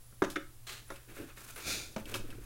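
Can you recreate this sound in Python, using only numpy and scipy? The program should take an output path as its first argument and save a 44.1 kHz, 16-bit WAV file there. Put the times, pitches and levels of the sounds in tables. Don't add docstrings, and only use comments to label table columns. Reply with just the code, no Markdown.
import sys
import numpy as np
from scipy import signal
from scipy.fft import rfft, irfft
from scipy.io import wavfile
from scipy.ndimage import uniform_filter1d

SR = 44100
rng = np.random.default_rng(int(sys.argv[2]) if len(sys.argv) > 2 else 0)


def dump(signal):
    limited = np.clip(np.atleast_2d(signal).T, -1, 1)
    pcm = np.round(limited * 32767).astype(np.int16)
    wavfile.write(sys.argv[1], SR, pcm)


N = 108045

# pitch_hz, level_db, t60_s
BODY_MODES = [(209, -6, .08), (268, -5, .06), (308, 0, .09), (358, -2, .10), (442, -7, .06), (558, -2, .14),
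              (690, -8, .07)]


def knocks():
    # start_s, thump_db, body_db, body_centre_hz, wall_db, wall_centre_hz, snap_db
    knock_rows = [(0.125, -67, -66, 400, -62, 1280, -77), (0.2204, -32.5, -24.5, 288, -26, 1140, -38.5),
                  (0.2228, -42.5, -25, 290, -32.5, 1190, -41), (.238, -66, -28, 430, -45, 1090, -39.5),
                  (.246, -46, -40, 400, -40.5, 1785, -38.5), (.358, -62, -58, 450, -38, 2050, -42),
                  (0.3613, -79, -41, 424, -30.5, 1738, -38), (0.3674, -70, -34, 369.4, -32.5, 1600, -65),
                  (0.903, -72, -45.5, 555, -40.5, 1180, -49), (.920, -61, -47, 497, -53, 1170, -51),
                  (1.168, -75, -50.5, 450, -50.5, 1620, -74), (1.372, -63, -58.5, 397, -54.5, 1860, -71),
                  (1.9629, -36.5, -45, 500, -38, 846, -40), (1.980, -59, -42, 500, -53, 726, -49.5),
                  (2.144, -57, -42, 440, -48.5, 930, -40), (2.153, -57, -44.5, 448, -46, 1400, -40.5),
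                  (2.161, -54, -44.5, 450, -50.5, 1100, -49), (2.327, -59, -62, 305, -52.5, 1560, -68)]
    # pitch_hz, level_db, t60_s
    thump_modes = [(116.3, -9, 0.035), (153, 2.5, 0.026), (217, 1, 0.15), (236, -9.5, 0.12)]
    # frequency_hz, level_db
    snap_colour = [(500, 6), (1500, -0.5), (2500, -3), (3700, -5.5), (4700, -11.5), (6000, -6),
                   (8000, -16.5), (11000, -19), (16000, -25)]
    out = np.zeros(N)
    for start_s, thump_db, body_db, body_hz, wall_db, wall_hz, snap_db in knock_rows:
        add_blow(out, start_s, ring(thump_modes), thump_db)
        add_blow(out, start_s, hollow_body(body_hz), body_db)
        add_blow(out, start_s, stiff_walls(wall_hz), wall_db)
        add_blow(out, start_s, crack(snap_colour, t60_s=0.054), snap_db)
    return out


def hollow_body(centre_hz):
    spread_oct = 0.67
    modes = [(hz, db + place_db(hz, centre_hz, spread_oct), t60_s) for hz, db, t60_s in BODY_MODES]
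    return ring(modes)


def stiff_walls(centre_hz):
    # pitch_hz, level_db, t60_s
    wall_modes = [(653, 8, 0.073), (796, 0.5, 0.031), (1037, -6.5, 0.058), (1190, -8.5, 0.021),
                  (1323, 7.5, 0.016), (1370, 2.5, 0.039), (1646, 2.5, 0.017), (1870, 3.5, 0.047),
                  (2120, -6, 0.035), (2166, -1.5, 0.11), (3470, 4.5, 0.19), (3720, 18.5, 0.059)]
    mode_spread_oct, rattle_spread_oct = 0.46, 0.44
    rattle_db = -2
    modes = ring([(hz, db + place_db(hz, centre_hz, mode_spread_oct), t60_s) for hz, db, t60_s in wall_modes])
    rattle_hz = np.geomspace(200, 6000, num=16)
    rattle_colour = [(hz, place_db(hz, centre_hz, rattle_spread_oct)) for hz in rattle_hz]
    rattle = crack(rattle_colour + [(16000, -50)], t60_s=0.065)
    return unit(modes) + undb(rattle_db) * unit(rattle)


def place_db(hz, centre_hz, spread_oct):
    octaves_away = np.log2(hz / centre_hz)
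    return max(-4 * (octaves_away / spread_oct) ** 2, -35)


def clicks():
    # start_s, ring_db, crinkle_db
    click_rows = [(0.3005, -62, -44), (.305, -55, -58), (0.318, -59, -51), (0.959, -54, -57),
                  (2.056, -49, -54.5), (2.1411, -34.5, -41), (2.147, -40.5, -53), (2.156, -47, -42.5),
                  (2.164, -57, -50), (2.304, -51, -56)]
    # pitch_hz, level_db, t60_s
    piece_modes = [(2296, -5.5, 0.12), (2580, -0.5, 0.13), (2940, 9.5, 0.01), (3190, -0.5, 0.039),
                   (3714, -7, 0.075), (5010, -3, .03)]
    # frequency_hz, level_db
    crinkle_colour = [(800, -13), (2000, -5), (4000, 1.5), (6500, -2.5), (10000, 0), (13000, -4.5),
                      (16000, -12)]
    out = np.zeros(N)
    for start_s, ring_db, crinkle_db in click_rows:
        add_blow(out, start_s, ring(piece_modes), ring_db)
        add_blow(out, start_s, crack(crinkle_colour, t60_s=0.1), crinkle_db)
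    return out


def long_scrape():
    # time_s, hiss_db, shudder_db
    scrape_course = [(1.6, -54, -72), (1.638, -51, -58.5), (1.676, -37.5, -41), (1.726, -36, -44),
                     (1.858, -51, -55.5), (1.922, -64, -58), (1.95, -59, -61)]
    # frequency_hz, level_db
    scrape_colour = [(410, -18), (700, -15.5), (1010, -24), (1380, -6), (1920, -12.5), (2370, 0.5),
                     (3030, -14.5), (3790, -3.5), (6920, -8), (7490, -12.5), (9110, -11), (16000, -23)]
    # pitch_hz, width_hz, level_db
    scrape_rings = [(1380, 60, -7), (2490, 170, -10), (3540, 89, 3.5), (5000, 160, -14), (6160, 94, -2),
                    (6800, 110, 1), (8970, 140, 2)]
    # frequency_hz, level_db
    shudder_colour = [(60, -4.5), (95, 0.5), (190, -9), (330, -5.5), (560, -11), (800, -17), (1500, -23.5)]
    hiss = resonate(friction(scrape_colour, rough_db=-0.4), scrape_rings)
    shudder = friction(shudder_colour, rough_db=1.5)
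    return hiss * curve(scrape_course) + shudder * curve(scrape_course, column=2)


def short_slide():
    # time_s, level_db
    slide_course = [(.664, -71), (.671, -46), (.70, -43.5), (.745, -48.5), (.785, -52.5), (.812, -62),
                    (.87, -68.5)]
    # frequency_hz, level_db
    slide_colour = [(150, -41), (250, -12), (313, -25), (367, 0), (452, -6), (686, -8), (938, -11),
                    (1080, -5.5), (2710, -2.5), (3400, -4), (3980, -3.5), (5350, -10), (7190, -8.5),
                    (16000, -17.5)]
    # pitch_hz, width_hz, level_db
    slide_rings = [(1220, 52, -1), (1630, 52, -4), (2030, 78, -11), (3160, 78, -17), (4130, 140, 1)]
    slide = friction(slide_colour, rough_db=1, grains_per_s=800)
    return resonate(slide, slide_rings) * curve(slide_course)


def finger_rubs():
    # start_s, rise_s, hold_s, release_s (per 20 dB of fall), rasp_db, hiss_db
    rub_rows = [(0.859, 0.038, 0.063, 0.15, -59.5, -64.5), (1.079, 0.016, 0.025, 0.034, -57, -68),
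                (1.127, 0.041, 0.044, 0.12, -53.5, -56.5), (1.274, 0.018, 0.0085, 0.05, -57.5, -91),
                (1.358, 0.013, 0.096, 0.078, -57.5, -57), (1.475, 0.015, 0.014, 0.1, -54.5, -54),
                (1.556, 0.0059, 0.046, 0.086, -48.5, -53.5), (1.969, 0.022, 0.014, 0.032, -52, -59.5),
                (2.054, 0.045, 0.069, 0.054, -51, -52.5), (2.222, 0.06, 0.047, 0.16, -59.5, -78),
                (2.404, 0.017, 0.037, 0.056, -65, -67)]
    # frequency_hz, level_db
    rasp_colour = [(250, -3.5), (450, 1), (800, -3), (1500, 6.5), (2000, -0.5), (2550, 3), (3100, -4.5),
                   (3600, -3), (5000, -13)]
    # frequency_hz, level_db
    rub_hiss_colour = [(1500, -27), (3000, -11), (4500, -5), (6500, -2.5), (10000, -2), (16000, -5.5)]
    rasp = friction(rasp_colour, rough_db=1.0) * strokes(rub_rows, level_column=4)
    hiss = friction(rub_hiss_colour, rough_db=-3.5) * strokes(rub_rows, level_column=5)
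    return rasp + hiss


def flexing_bumps():
    # start_s, rise_s, hold_s, release_s (per 20 dB of fall), level_db
    bump_rows = [(0.795, 0.019, 0.023, 0.051, -64), (1.07, 0.013, .05, 0.084, -58.5),
                 (1.177, 0.03, 0.0075, 0.075, -43), (1.385, 0.012, 0.16, 0.083, -65.5),
                 (1.554, 0.019, 0.04, 0.14, -57), (2.018, 0.045, 0.043, 0.025, -53.5),
                 (2.112, 0.015, 0.022, 0.044, -46.5), (2.191, 0.007, 0.01, 0.026, -47.5),
                 (2.232, 0.016, 0.0094, 0.019, -49), (2.285, 0.0068, .02, 0.024, -51.5),
                 (2.332, 0.0068, 0.011, 0.042, -53), (2.377, 0.0054, 0.0053, 0.02, -51),
                 (2.408, 0.0053, .015, 0.024, -60)]
    # frequency_hz, level_db
    bump_colour = [(90, -0.5), (180, -8.5), (260, 2), (370, 2), (500, -5), (700, -12), (1200, -33)]
    ring_db = -1
    body_rings = [(hz, np.log(1000) / np.pi / t60_s, ring_db) for hz, _, t60_s in BODY_MODES]
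    bumps = resonate(friction(bump_colour, rough_db=1.5), body_rings)
    return bumps * strokes(bump_rows, level_column=4)


def hand_rumble():
    # time_s, level_db
    rumble_course = [(0, -55), (1.1, -57), (1.9, -60), (1.98, -45), (2.05, -47.5), (2.17, -38.5),
                     (2.26, -48), (2.32, -40), (2.38, -47), (2.45, -46)]
    # frequency_hz, level_db
    rumble_colour = [(15, 15.5), (30, -6), (45, 4), (65, -16), (110, 4), (220, -41.5)]
    return unit(colour(rng.standard_normal(N), rumble_colour)) * curve(rumble_course)


def ring(modes, detune=0.0074, scatter_db=-0.07):
    t, out = clock()[:N // 4], np.zeros(N)
    for k, (hz, db, t60_s) in enumerate(modes):
        pitch_draw, level_draw = rng.standard_normal(2)
        sign = (-1) ** (k // 2)
        tone = np.sin(2 * np.pi * hz * (1 + detune * pitch_draw) * t)
        out[:len(t)] += sign * undb(db + scatter_db * level_draw) * tone * decay(t, t60_s)
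    return out


def crack(points, t60_s):
    return colour(rng.standard_normal(N) * decay(clock(), t60_s), points)


def add_blow(out, start_s, sound, db):
    start = max(int(start_s * SR), 0)
    onset = sound[:int(0.0036 * SR)]
    out[start:] += sound[:N - start] * undb(db) / np.sqrt(np.mean(onset ** 2))


def friction(points, rough_db=1.5, catch_hz=120, grains_per_s=2500):
    grain_scatter_db, smooth_share = -1.5, 0.39
    is_slip = rng.random(N) < grains_per_s / SR
    slips = is_slip * rng.choice([-1, 1], N) * undb(grain_scatter_db * rng.standard_normal(N))
    hiss = rng.standard_normal(N)
    drive = np.sqrt(1 - smooth_share) * unit(slips) + np.sqrt(smooth_share) * hiss
    catch = unit(uniform_filter1d(rng.standard_normal(N), int(SR / catch_hz)))
    return unit(colour(drive * undb(rough_db * catch), points))


def resonate(x, rings):
    out = x
    for hz, width_hz, db in rings:
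        b, a = signal.iirpeak(hz, hz / width_hz, fs=SR)
        out = out + undb(db) * signal.lfilter(b, a, x)
    return unit(out)


def stroke(start_s, rise_s, hold_s, release_s):
    t = clock() - start_s
    fall_db = -20 * np.maximum(t - rise_s - hold_s, 0) / release_s
    return np.clip(t / rise_s, 0, 1) * undb(fall_db)


def strokes(rows, level_column):
    return sum(stroke(*row[:4]) * undb(row[level_column]) for row in rows)


def curve(rows, column=1):
    rows = np.array(rows)
    return undb(np.interp(clock(), rows[:, 0], rows[:, column], left=-120, right=-120))


def undb(db):
    return 10 ** (np.asarray(db) / 20)


def unit(x):
    return x / np.sqrt(np.mean(x ** 2) + 1e-18)


def clock():
    return np.arange(N) / SR


def decay(t, t60_s):
    return np.exp(-np.log(1000) * t / t60_s)


def bin_hz():
    return np.arange(N // 2 + 1) * SR / N + 1


def on_log_axis(points):
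    hz, value = np.array(points).T
    return np.interp(np.log(bin_hz()), np.log(np.maximum(hz, 1)), value)


def colour(x, points):
    low_cut = 1 / np.sqrt(1 + (.5 * points[0][0] / bin_hz()) ** 4)
    return causal(x, undb(on_log_axis(points)) * low_cut + 1e-5)


def causal(x, gain):
    cepstrum = irfft(np.log(gain), N)
    cepstrum[1:N // 2] *= 2
    cepstrum[N // 2:] = 0
    return irfft(rfft(x) * np.exp(rfft(cepstrum)), N)


def room(x, wet_db):
    # band_hz, t60_s
    room_decay = [(150, 0.41), (400, 0.17), (1000, 0.28), (2500, 0.25), (6000, 0.3), (14000, 0.083)]
    # delay_s, level_db
    wall_echoes = [(.0165, -16), (.0205, -17), (.0235, -25.5)]
    build_s = 0.007
    t, tail = clock(), np.zeros(N)
    for k, (_, t60_s) in enumerate(room_decay):
        band_power = on_log_axis([(hz, float(j == k)) for j, (hz, _) in enumerate(room_decay)])
        band_noise = irfft(rfft(rng.standard_normal(N)) * np.sqrt(band_power), N)
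        tail += band_noise * decay(t, t60_s)
    tail *= (1 - np.exp(-t / build_s)) ** 2
    response = undb(wet_db) * unit(tail) / np.sqrt(N)
    response[0] = 1
    for delay_s, db in wall_echoes:
        response[int(delay_s * SR)] += undb(db)
    return signal.fftconvolve(x, even_out(response))[:N]


def even_out(response):
    power = np.abs(rfft(response)) ** 2
    broad = uniform_filter1d(power, size=2000)
    narrow = uniform_filter1d(power, size=70)
    return causal(response, np.sqrt(broad / narrow))


def thin_whine():
    # start_s, end_s (before its release), pitch_hz, level_db
    whine_rows = [(0, 0.22, 10770, -69), (0.87, 0.945, 10900, -64), (1.549, 1.596, 10800, -59),
                  (1.888, 1.963, 11050, -71)]
    width_hz = 65
    out = np.zeros(N)
    for start_s, end_s, hz, db in whine_rows:
        edges_hz = [hz - width_hz / 2, hz + width_hz / 2]
        band = signal.butter(2, edges_hz, "bandpass", fs=SR, output="sos")
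        whine = unit(signal.sosfilt(band, rng.standard_normal(N)))
        out += undb(db) * whine * stroke(start_s, 0.0033, end_s - start_s, .008)
    return out


def mains_hum():
    hum_hz, hum_db = 120.5, -61.5
    return undb(hum_db) * np.sqrt(2) * np.sin(2 * np.pi * hum_hz * clock())


def room_floor():
    # frequency_hz, level_db
    floor_colour = [(14, 3), (40, -6), (70, -10.5), (130, -24.5), (220, -25), (500, -30.5), (1300, -34),
                    (3000, -35.5), (6400, -35), (11000, -31), (14000, -35.5), (16000, -32)]
    floor_db = -54.5
    return undb(floor_db) * unit(colour(rng.standard_normal(N), floor_colour))


def scene():
    blows = room(knocks() + clicks(), wet_db=-12)
    rubbing = long_scrape() + short_slide() + finger_rubs() + flexing_bumps() + hand_rumble()
    background = thin_whine() + mains_hum() + room_floor()
    return (blows + room(rubbing, wet_db=-13) + background)[None]


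def record(dry):
    top_hz = 15900
    low_pass = signal.ellip(10, .2, 70, top_hz, fs=SR, output="sos")
    return signal.sosfilt(low_pass, dry)


dry = scene()
out = record(dry)
dump(out)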